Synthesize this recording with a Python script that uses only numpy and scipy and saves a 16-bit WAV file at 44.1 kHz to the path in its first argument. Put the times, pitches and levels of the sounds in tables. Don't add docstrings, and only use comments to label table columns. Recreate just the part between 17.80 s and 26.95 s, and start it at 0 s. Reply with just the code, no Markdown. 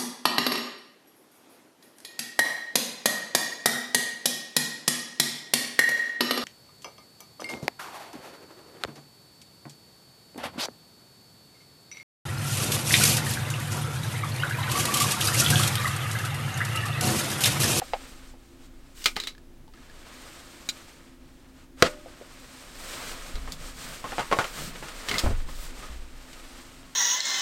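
import sys
import numpy as np
from scipy import signal
from scipy.fft import rfft, irfft, next_fast_len
from scipy.io import wavfile

SR = 44100
rng = np.random.default_rng(int(sys.argv[2]) if len(sys.argv) > 2 else 0)


def int16_out(signal):
    q = np.round(np.clip(np.atleast_2d(signal).T, -1, 1) * 32767)
    wavfile.write(sys.argv[1], SR, q.astype(np.int16))


N = 403515
TIME = np.arange(N) / SR

# pitch_hz, level_db
RUMBLE_COLOUR = [(12, -2.5), (25, 11.5), (40, -5), (54, -7), (72, -18.5), (150, -28.5), (400, -75.5)]
# pitch_hz, level_db
CLICK_COLOUR = [(100, -21), (250, -15), (700, -13), (1300, -7), (2300, -4), (4500, 1), (6000, -7),
                (7500, -8), (10000, -15.5), (15500, -21)]
# pitch_hz, width_hz, boost_db
CLICK_PEAKS = [(415, 60, 11), (575, 67, 3.7), (1267, 90, 3.6), (2140, 90, 8.2), (2994, 280, 2.4)]


def from_db(db):
    return 10 ** (np.asarray(db) / 20)


def rms_one(x):
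    return x / np.sqrt(np.mean(x ** 2) + 1e-20)


def unit_energy(x):
    return x / np.sqrt(np.sum(x ** 2) + 1e-20)


def colour_db(colour, hz):
    known_hz, db = np.transpose(colour)
    return np.interp(np.log(hz + 1), np.log(known_hz), db)


def add(track, start_s, sound):
    start = max(round(start_s * SR), 0)
    track[start:start + len(sound)] += sound[:N - start]


def coloured(x, colour):
    size = next_fast_len(N, real=True)
    grid_hz = np.geomspace(1, SR / 2, num=600)
    gain = np.interp(np.fft.rfftfreq(size, 1 / SR), grid_hz, from_db(colour_db(colour, grid_hz)))
    return rms_one(irfft(rfft(x, size) * gain, size)[:N])


def keep_side(x, side, edge_hz):
    return signal.sosfilt(signal.butter(2, edge_hz, side, fs=SR, output="sos"), x)


def ring_after(x, response_db):
    cepstrum = irfft(np.log(from_db(response_db)))
    cepstrum[1:len(x) // 2] *= 2
    cepstrum[len(x) // 2 + 1:] = 0
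    return irfft(rfft(x) * np.exp(rfft(cepstrum)))


def hit(colour, peaks, tilt_db, fade_s, grit, contact_s, echo_db, hold_s, snap=1.0, size=8192):
    t, hz = np.arange(size) / SR, np.fft.rfftfreq(size, 1 / SR)
    contact = grit * unit_energy(rng.standard_normal(size) * np.exp(-t / contact_s))
    contact[0] += snap
    dying = from_db(-60 * np.maximum(t - hold_s, 0) / max(fade_s, .01))
    echoes = unit_energy(rng.standard_normal(size) * dying * (t > contact_s))
    burst = unit_energy(contact) + from_db(echo_db) * echoes
    ring_db = sum(boost / (1 + (2 * (hz - pitch) / width) ** 2) for pitch, width, boost in peaks)
    bright_db = tilt_db * np.log2(np.clip(hz, 500, 6500) / 1000)
    sound = unit_energy(ring_after(burst, colour_db(colour, hz) + ring_db + bright_db))
    return np.pad(sound, (SR // 1000, 0))


def hits(rows, colour, peaks, **touch):
    out = np.zeros(N)
    for start_s, level_db, tilt_db, fade_s in rows:
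        add(out, start_s, from_db(level_db) * hit(colour, peaks, tilt_db, fade_s, **touch))
    return out


def pitched_hits(rows, colour, peaks, width_hz, boost_db, **touch):
    out = np.zeros(N)
    for start_s, level_db, pitch_hz, tilt_db, fade_s, snap in rows:
        own_peaks = peaks + [(pitch_hz, width_hz, boost_db)]
        sound = hit(colour, own_peaks, tilt_db, fade_s, snap=snap, **touch)
        add(out, start_s, from_db(level_db) * sound)
    return out


def fading_tone(level_db, pitch_hz, fade_s):
    t = TIME[:2 * SR]
    return from_db(level_db - 60 * t / fade_s) * np.sin(2 * np.pi * pitch_hz * t)


def friction(crinkles_per_s, crinkle_db, flutter, crease_s):
    snaps = (rng.random(N) < crinkles_per_s / SR) * rng.random(N)
    flare = signal.lfilter([1], [1, -np.exp(-1 / (crease_s * SR))], snaps + 1e-18)
    slipping = rng.standard_normal(N)
    wander = rms_one(np.interp(TIME * 45, np.arange(2000), rng.standard_normal(2000)))
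    return slipping * (1 + from_db(crinkle_db) * flare + flutter * wander)


def hand_speed(peak_s, rise_s, fall_s):
    t = TIME[::64] - peak_s
    side_s = np.maximum(np.where(t < 0, rise_s, fall_s), .005)
    away = np.minimum(np.abs(t) / side_s, 1)
    return np.interp(TIME, t + peak_s, np.cos(np.pi / 2 * away) ** 1.07)


def cabin_background():
    # pitch_hz, level_db
    air_colour = [(35, -13.5), (80, -7), (130, 1.5), (180, -7), (350, -11), (520, -11), (900, -17),
                  (3000, -22.5), (9000, -28.5), (15500, -32)]
    # time_s, level_db
    rumble_levels = [(0.0, -45.5), (1.8, -50), (2.6, -56), (4.8, -54), (5.3, -43), (7.0, -45), (9.15, -54)]
    # pitch_hz, width_hz, level_db
    hum_bands = [(53.9, 19, -59), (259.2, 14.6, -57), (341.2, 4.8, -63)]
    out = from_db(-59) * coloured(rng.standard_normal(N), air_colour)
    rumble_db = np.interp(TIME, *np.transpose(rumble_levels))
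    out += from_db(rumble_db) * coloured(rng.standard_normal(N), RUMBLE_COLOUR)
    for pitch_hz, width_hz, level_db in hum_bands:
        band = signal.iirpeak(pitch_hz, pitch_hz / width_hz, fs=SR)
        out += from_db(level_db) * rms_one(signal.lfilter(*band, rng.standard_normal(N)))
    return out


def fabric(split_hz=3400, sheen_hz=9500, firm_stroke_db=-45):
    # peak_s, rise_s, fall_s, rub_db, hiss_above_rub_db
    strokes = [(0.03, 0.16, 0.073, -49, -4), (0.25, 0.36, 0.14, -51, -0.5), (0.44, 0.18, 0.13, -55, -2),
               (0.74, 0.33, .2, -64, -1.5), (0.85, .08, 0.05, -61, -1), (1.08, 0.23, .2, -64, -1.5),
               (1.22, 0.081, 0.16, -58, 10), (2.02, 0.11, 0.6, -56.5, -5), (2.48, 0.38, 0.22, -49.5, -3),
               (3.0, 0.91, 0.23, -52.5, -1), (3.21, 0.12, 0.18, -58, -5), (3.58, 0.41, 0.34, -63.5, -4.5),
               (3.8, 0.069, 0.076, -59, -4), (4.04, 0.078, 0.13, -44.5, -3.5),
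               (4.36, 0.38, 0.27, -53.5, -4), (4.78, 0.45, 0.95, -51.5, -1),
               (5.13, 0.22, 0.12, -42.5, -0.5), (5.29, 0.18, 0.083, -40, -2),
               (5.44, 0.33, 0.21, -45.5, -2.5), (5.68, 0.17, 0.16, -47, -4.5), (5.85, 0.091, 0.14, -47, -1),
               (6.08, 0.16, 0.17, -44, 1), (6.33, 0.17, 0.29, -42.5, -4), (6.64, 0.18, 0.12, -43.5, 0),
               (6.825, 0.17, 0.11, -42.5, 2), (7.17, 0.44, 0.46, -44.5, -3), (7.36, 0.13, 0.18, -37, -2),
               (7.53, 0.19, 0.19, -47.5, -4.5), (7.71, 0.051, 0.12, -49.5, 2.5),
               (7.83, 0.08, 0.061, -57, 12.5), (7.87, 0.13, 0.12, -49, -2), (8.02, 0.12, 0.2, -46, -4),
               (8.2, 0.11, 0.35, -54.5, -3.5), (8.56, 0.31, 0.94, -51.5, -2), (8.8, 0.053, 0.044, -51, -1),
               (9.12, 0.059, 0.23, -70, 7)]
    # pitch_hz, level_db
    rub_colour = [(120, -8), (250, -3), (380, -5.5), (520, -0.5), (800, -5), (1250, -3), (1900, -4),
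                  (3000, -6.5), (6500, -8.5), (10000, -13)]
    # pitch_hz, level_db
    hiss_colour = [(1200, 9), (2900, 0), (4300, -1), (6400, -5), (7500, -3), (8700, -3.5), (9700, -11.5),
                   (11000, -13.5), (13800, -12.5), (15800, -33)]
    power = 0
    for peak_s, rise_s, fall_s, rub_db, hiss_above_rub_db in strokes:
        hiss_db = rub_db + hiss_above_rub_db
        sheen_db = hiss_db - 9.5 + 0.39 * (rub_db - firm_stroke_db) + .9 * hiss_above_rub_db
        power += np.outer(from_db([rub_db, hiss_db, sheen_db]), hand_speed(peak_s, rise_s, fall_s)) ** 2
    rub_gain, hiss_gain, sheen_gain = np.sqrt(power)
    cloth = friction(crinkles_per_s=53, crinkle_db=-3.0, flutter=0.096, crease_s=0.005)
    shell = friction(crinkles_per_s=44, crinkle_db=-14.5, flutter=0.15, crease_s=0.0016)
    rub = rms_one(keep_side(coloured(cloth, rub_colour), "low", split_hz))
    hiss = rms_one(keep_side(coloured(shell, hiss_colour), "high", split_hz))
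    sheen = keep_side(rng.standard_normal(N), "high", sheen_hz)
    return rub_gain * rub + from_db(0.13) * hiss_gain * hiss + sheen_gain * sheen


def taps():
    # start_s, level_db, tilt_db_per_octave, fade_s
    events = [(0.017, -22, -3.5, 0.053), (0.134, -15, -1.5, 0.062), (0.537, -44.5, -10, 0.057),
              (4.258, -33.5, -27, 0.11), (4.41, -34, -48, 0.098)]
    # pitch_hz, level_db
    colour = [(80, -23), (300, -24.5), (520, -6.5), (780, -3.5), (1100, -12.5), (2700, -13.5), (5000, -23),
              (15000, -66)]
    # pitch_hz, width_hz, boost_db
    peaks = [(736, 310, 11.5)]
    touch = dict(grit=0.42, contact_s=0.00064, echo_db=2.5, hold_s=0.001)
    return from_db(19.5) * hits(events, colour, peaks, **touch)


def clicks():
    # start_s, level_db, pitch_hz, tilt_db_per_octave, fade_s, snap
    events = [(1.174, -39, 2900, 0, .14, .1), (1.218, -34, 2900, 2, .14, .1),
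              (1.241, -19, 2920, 7, .12, 0.046), (1.257, -2, 2350, -1.15, 0.1, .03),
              (1.358, -27, 4030, 0, .04, .1), (1.3645, -14, 2000, -3.5, 0.15, 0.63),
              (1.3995, -15.5, 3970, 0.5, 0.23, 0.38), (1.436, -21.5, 3600, -0.5, 0.19, .5),
              (1.471, -16, 3920, -0.5, 0.12, 0.32), (1.936, -41, 1300, -1.5, 0.06, .3),
              (5.554, -26.5, 3950, -4, 0.085, .2), (5.72, -21.5, 3500, 11, 0.12, .2),
              (7.286, -19, 1900, -2.5, 0.073, .2), (7.292, -15.5, 3100, 0, 0.099, .1),
              (7.312, -12, 2030, -5, 0.09, .1), (7.341, -16.5, 2070, -6.5, 0.099, .1),
              (7.382, -10.5, 5150, 3, 0.1, .1), (7.39, -13, 3080, 5, 0.052, .1),
              (8.529, -34, 1710, 2, 0.064, .3)]
    touch = dict(width_hz=240, boost_db=11.5, grit=1.0, contact_s=0.004, echo_db=-3.5, hold_s=0.008)
    return from_db(13.5) * pitched_hits(events, CLICK_COLOUR, CLICK_PEAKS, **touch)


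def knocks():
    # start_s, level_db, pitch_hz, tilt_db_per_octave, fade_s, snap
    events = [(1.365, -23.5, 843, 0.5, 0.05, 1), (5.675, -28.5, 1220, -2, 0.12, 0.61),
              (6.241, -19.5, 1070, -1, 0.19, 0.51), (6.32, -22, 800, 0, 0.089, 0.18),
              (6.3815, -13.5, 757, -1, 0.08, 3.2), (6.394, -15.5, 913, 2, 0.17, 0.85),
              (6.513, -13, 557, 0.5, 0.15, 0.27), (6.525, -6.5, 1110, 0, 0.086, 2.5),
              (6.565, -20.5, 590, -3, 0.059, .2), (6.587, -8, 1410, 1, 0.14, 0.41),
              (6.609, -19, 875, 1.5, 0.16, .5), (6.642, -20, 1380, 2, 0.077, 0.47),
              (7.025, -25.5, 1430, 0.5, 0.19, .1), (7.084, -29.5, 2080, 5, 0.064, .8),
              (7.686, -31.5, 524, -1, 0.041, 1), (8.025, -30.5, 1240, 2, 0.21, 0.36)]
    # pitch_hz, level_db
    colour = [(50, -12), (140, 1.5), (250, -0.5), (550, 4), (1200, 1.5), (2000, -2.5), (4000, -14.5),
              (8000, -23.5), (15000, -40)]
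    # pitch_hz, width_hz, boost_db
    peaks = [(840, 83, 2.2), (3080, 210, 2.6)]
    touch = dict(width_hz=91, boost_db=9.0, grit=1.0, contact_s=0.0027, echo_db=2.0, hold_s=0.0024)
    return from_db(16.5) * pitched_hits(events, colour, peaks, **touch)


def ticks():
    # start_s, level_db, pitch_hz, fade_s
    events = [(1.55, -46, 1700, .03), (1.58, -44.5, 1710, 0.026), (1.879, -49, 877, .08),
              (1.974, -48, 1670, .05), (2.098, -44, 1700, .05), (7.286, -20, 1830, .03),
              (7.341, -23.5, 2000, .05), (7.357, -27, 2080, .05)]
    rings = np.zeros(N)
    for start_s, level_db, pitch_hz, fade_s in events:
        add(rings, start_s, fading_tone(level_db, pitch_hz, fade_s))
    contacts = [(start_s, level_db, -1.5, fade_s) for start_s, level_db, _, fade_s in events]
    touch = dict(grit=.8, contact_s=.003, echo_db=-4, hold_s=.003)
    return rings + from_db(13.5) * hits(contacts, CLICK_COLOUR, CLICK_PEAKS, **touch)


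def catch(start_s=2.888):
    # pitch_hz, level_db, fade_s
    tones = [(2396, -31, .05), (2750, -35, .05), (3765, -26, .062), (4035, -23, .068), (4790, -28, .055),
             (5170, -31, .05), (6760, -30, .065), (7535, -36, .08)]
    out = np.zeros(N)
    touch = dict(tilt_db=3.5, fade_s=.055, grit=3, contact_s=.006, echo_db=-5, hold_s=.004)
    add(out, start_s, from_db(-1) * hit(CLICK_COLOUR, CLICK_PEAKS, **touch))
    for pitch_hz, level_db, fade_s in tones:
        add(out, start_s + rng.uniform(.0008, .0014), fading_tone(level_db, pitch_hz, fade_s))
    return out


def rocking(shudder_db=-8, shudder_rise_s=0.011, shudder_fade_s=1.8):
    # start_s, level_db, pitch_hz, fade_s
    events = [(4.021, -40, 44, 0.16), (5.541, -27.5, 28, 0.38), (5.549, -33.5, 56, 0.59),
              (7.443, -28, 73, 0.68), (7.521, -19.5, 21.5, 1), (8.1, -34.5, 57, 0.77)]
    sway, shudder = np.zeros(N), np.zeros(N)
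    t = TIME[:2 * SR]
    shudder_shape = from_db(shudder_db - 60 * t / shudder_fade_s) * np.minimum(t / shudder_rise_s, 1)
    for start_s, level_db, pitch_hz, fade_s in events:
        add(sway, start_s, fading_tone(level_db, pitch_hz, fade_s))
        add(shudder, start_s, from_db(level_db) * shudder_shape)
    return sway + shudder * coloured(rng.standard_normal(N), RUMBLE_COLOUR)


def slam():
    # start_s, level_db, tilt_db_per_octave, fade_s
    landing = [(4.0225, -1, 1.34, 0.077)]
    # pitch_hz, level_db
    colour = [(40, -9), (140, -6), (210, -5), (300, -5), (520, -3.5), (850, -13.5), (1350, -10.5),
              (2600, -15), (4600, -19), (8000, -29), (15000, -49)]
    # pitch_hz, width_hz, boost_db
    peaks = [(360, 150, 3.5), (476, 70, 4), (673, 25, 7.7), (1364, 190, 6), (1936, 220, 5.3)]
    # pitch_hz, level_db, fade_s
    board_tones = [(305, -43, 0.87), (373, -46, 0.97), (520, -23, 0.25), (600, -37.5, 0.8),
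                   (1230, -43, 0.42), (1406, -21, 0.099), (1950, -29, .11), (3270, -23.5, .1),
                   (4800, -27, 0.099)]
    touch = dict(grit=0.7, contact_s=0.0032, echo_db=-15.5, hold_s=0.045)
    out = from_db(23.5) * hits(landing, colour, peaks, **touch)
    ring_start_s = landing[0][0] + .001
    for pitch_hz, level_db, fade_s in board_tones:
        add(out, ring_start_s, fading_tone(level_db, pitch_hz, fade_s))
    return out


def folds(press_start_s=7.28, press_db=-36):
    # peak_s, rise_s, fall_s, level_db
    bunches = [(5.2, .4, 0.31, -60), (5.56, 0.11, 0.47, -50.5), (6.08, 0.15, 0.12, -51.5),
               (6.79, 0.043, 0.17, -42.5), (7.0, 0.074, 0.087, -48.5), (7.5, 0.11, 0.63, -54),
               (8.03, 0.073, 0.19, -55)]
    # pitch_hz, level_db
    bunch_colour = [(40, -19), (90, -16), (150, -5.5), (250, -14.5), (500, -30), (2000, -46)]
    # pitch_hz, level_db
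    crumple_colour = [(50, -1), (120, -1.5), (250, -2), (600, -14), (1300, -8), (3000, -24), (9000, -48)]
    creases = friction(crinkles_per_s=220, crinkle_db=8.0, flutter=0.11, crease_s=0.0047)
    bunching = sum(from_db(level_db) * hand_speed(*timing) for *timing, level_db in bunches)
    press_times_s = np.cumsum([press_start_s, 0.027, 0.062, 0.028])
    press = from_db(press_db) * np.interp(TIME, press_times_s, [0, 1, 1, 0])
    return bunching * coloured(creases, bunch_colour) + press * coloured(creases, crumple_colour)


def thumps():
    # start_s, level_db, tilt_db_per_octave, fade_s
    events = [(7.436, -11, -8, 0.13), (7.461, -16, -2.5, 0.13), (7.504, -23, -4, .1)]
    # pitch_hz, level_db
    colour = [(25, 1.5), (56, 0.5), (68, 1), (82, -19), (98, -5), (130, -20), (280, -17), (650, -21),
              (2000, -31), (12000, -62)]
    # pitch_hz, width_hz, boost_db
    peaks = [(219, 58, 6)]
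    touch = dict(grit=0.55, contact_s=0.0078, echo_db=-2, hold_s=.005, snap=0.17)
    return from_db(24) * hits(events, colour, peaks, **touch)


def standing_waves(x):
    # pitch_hz, width_hz, boost_db
    peaks = [(101, 16, 1.3), (1090, 15.1, 3.6), (1253, 28, 5.1), (1453, 8.3, 4.6), (2263, 12, 2.8),
             (3080, 53, 1.8)]
    out = x
    for pitch_hz, width_hz, boost_db in peaks:
        band = signal.iirpeak(pitch_hz, pitch_hz / width_hz, fs=SR)
        out = out + (from_db(boost_db) - 1) * signal.lfilter(*band, x)
    return out


def scene():
    packing = taps() + thumps() + fabric() + folds() + clicks() + ticks() + catch() + slam() + knocks()
    return (standing_waves(packing) + rocking() + cabin_background())[None]


def record(dry):
    ceiling, cutoff_hz = .64, 15900
    treble_cut = signal.ellip(10, .1, 80, cutoff_hz, fs=SR, output="sos")
    return signal.sosfilt(treble_cut, np.clip(dry, -ceiling, ceiling))


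dry = scene()
out = record(dry)
int16_out(out)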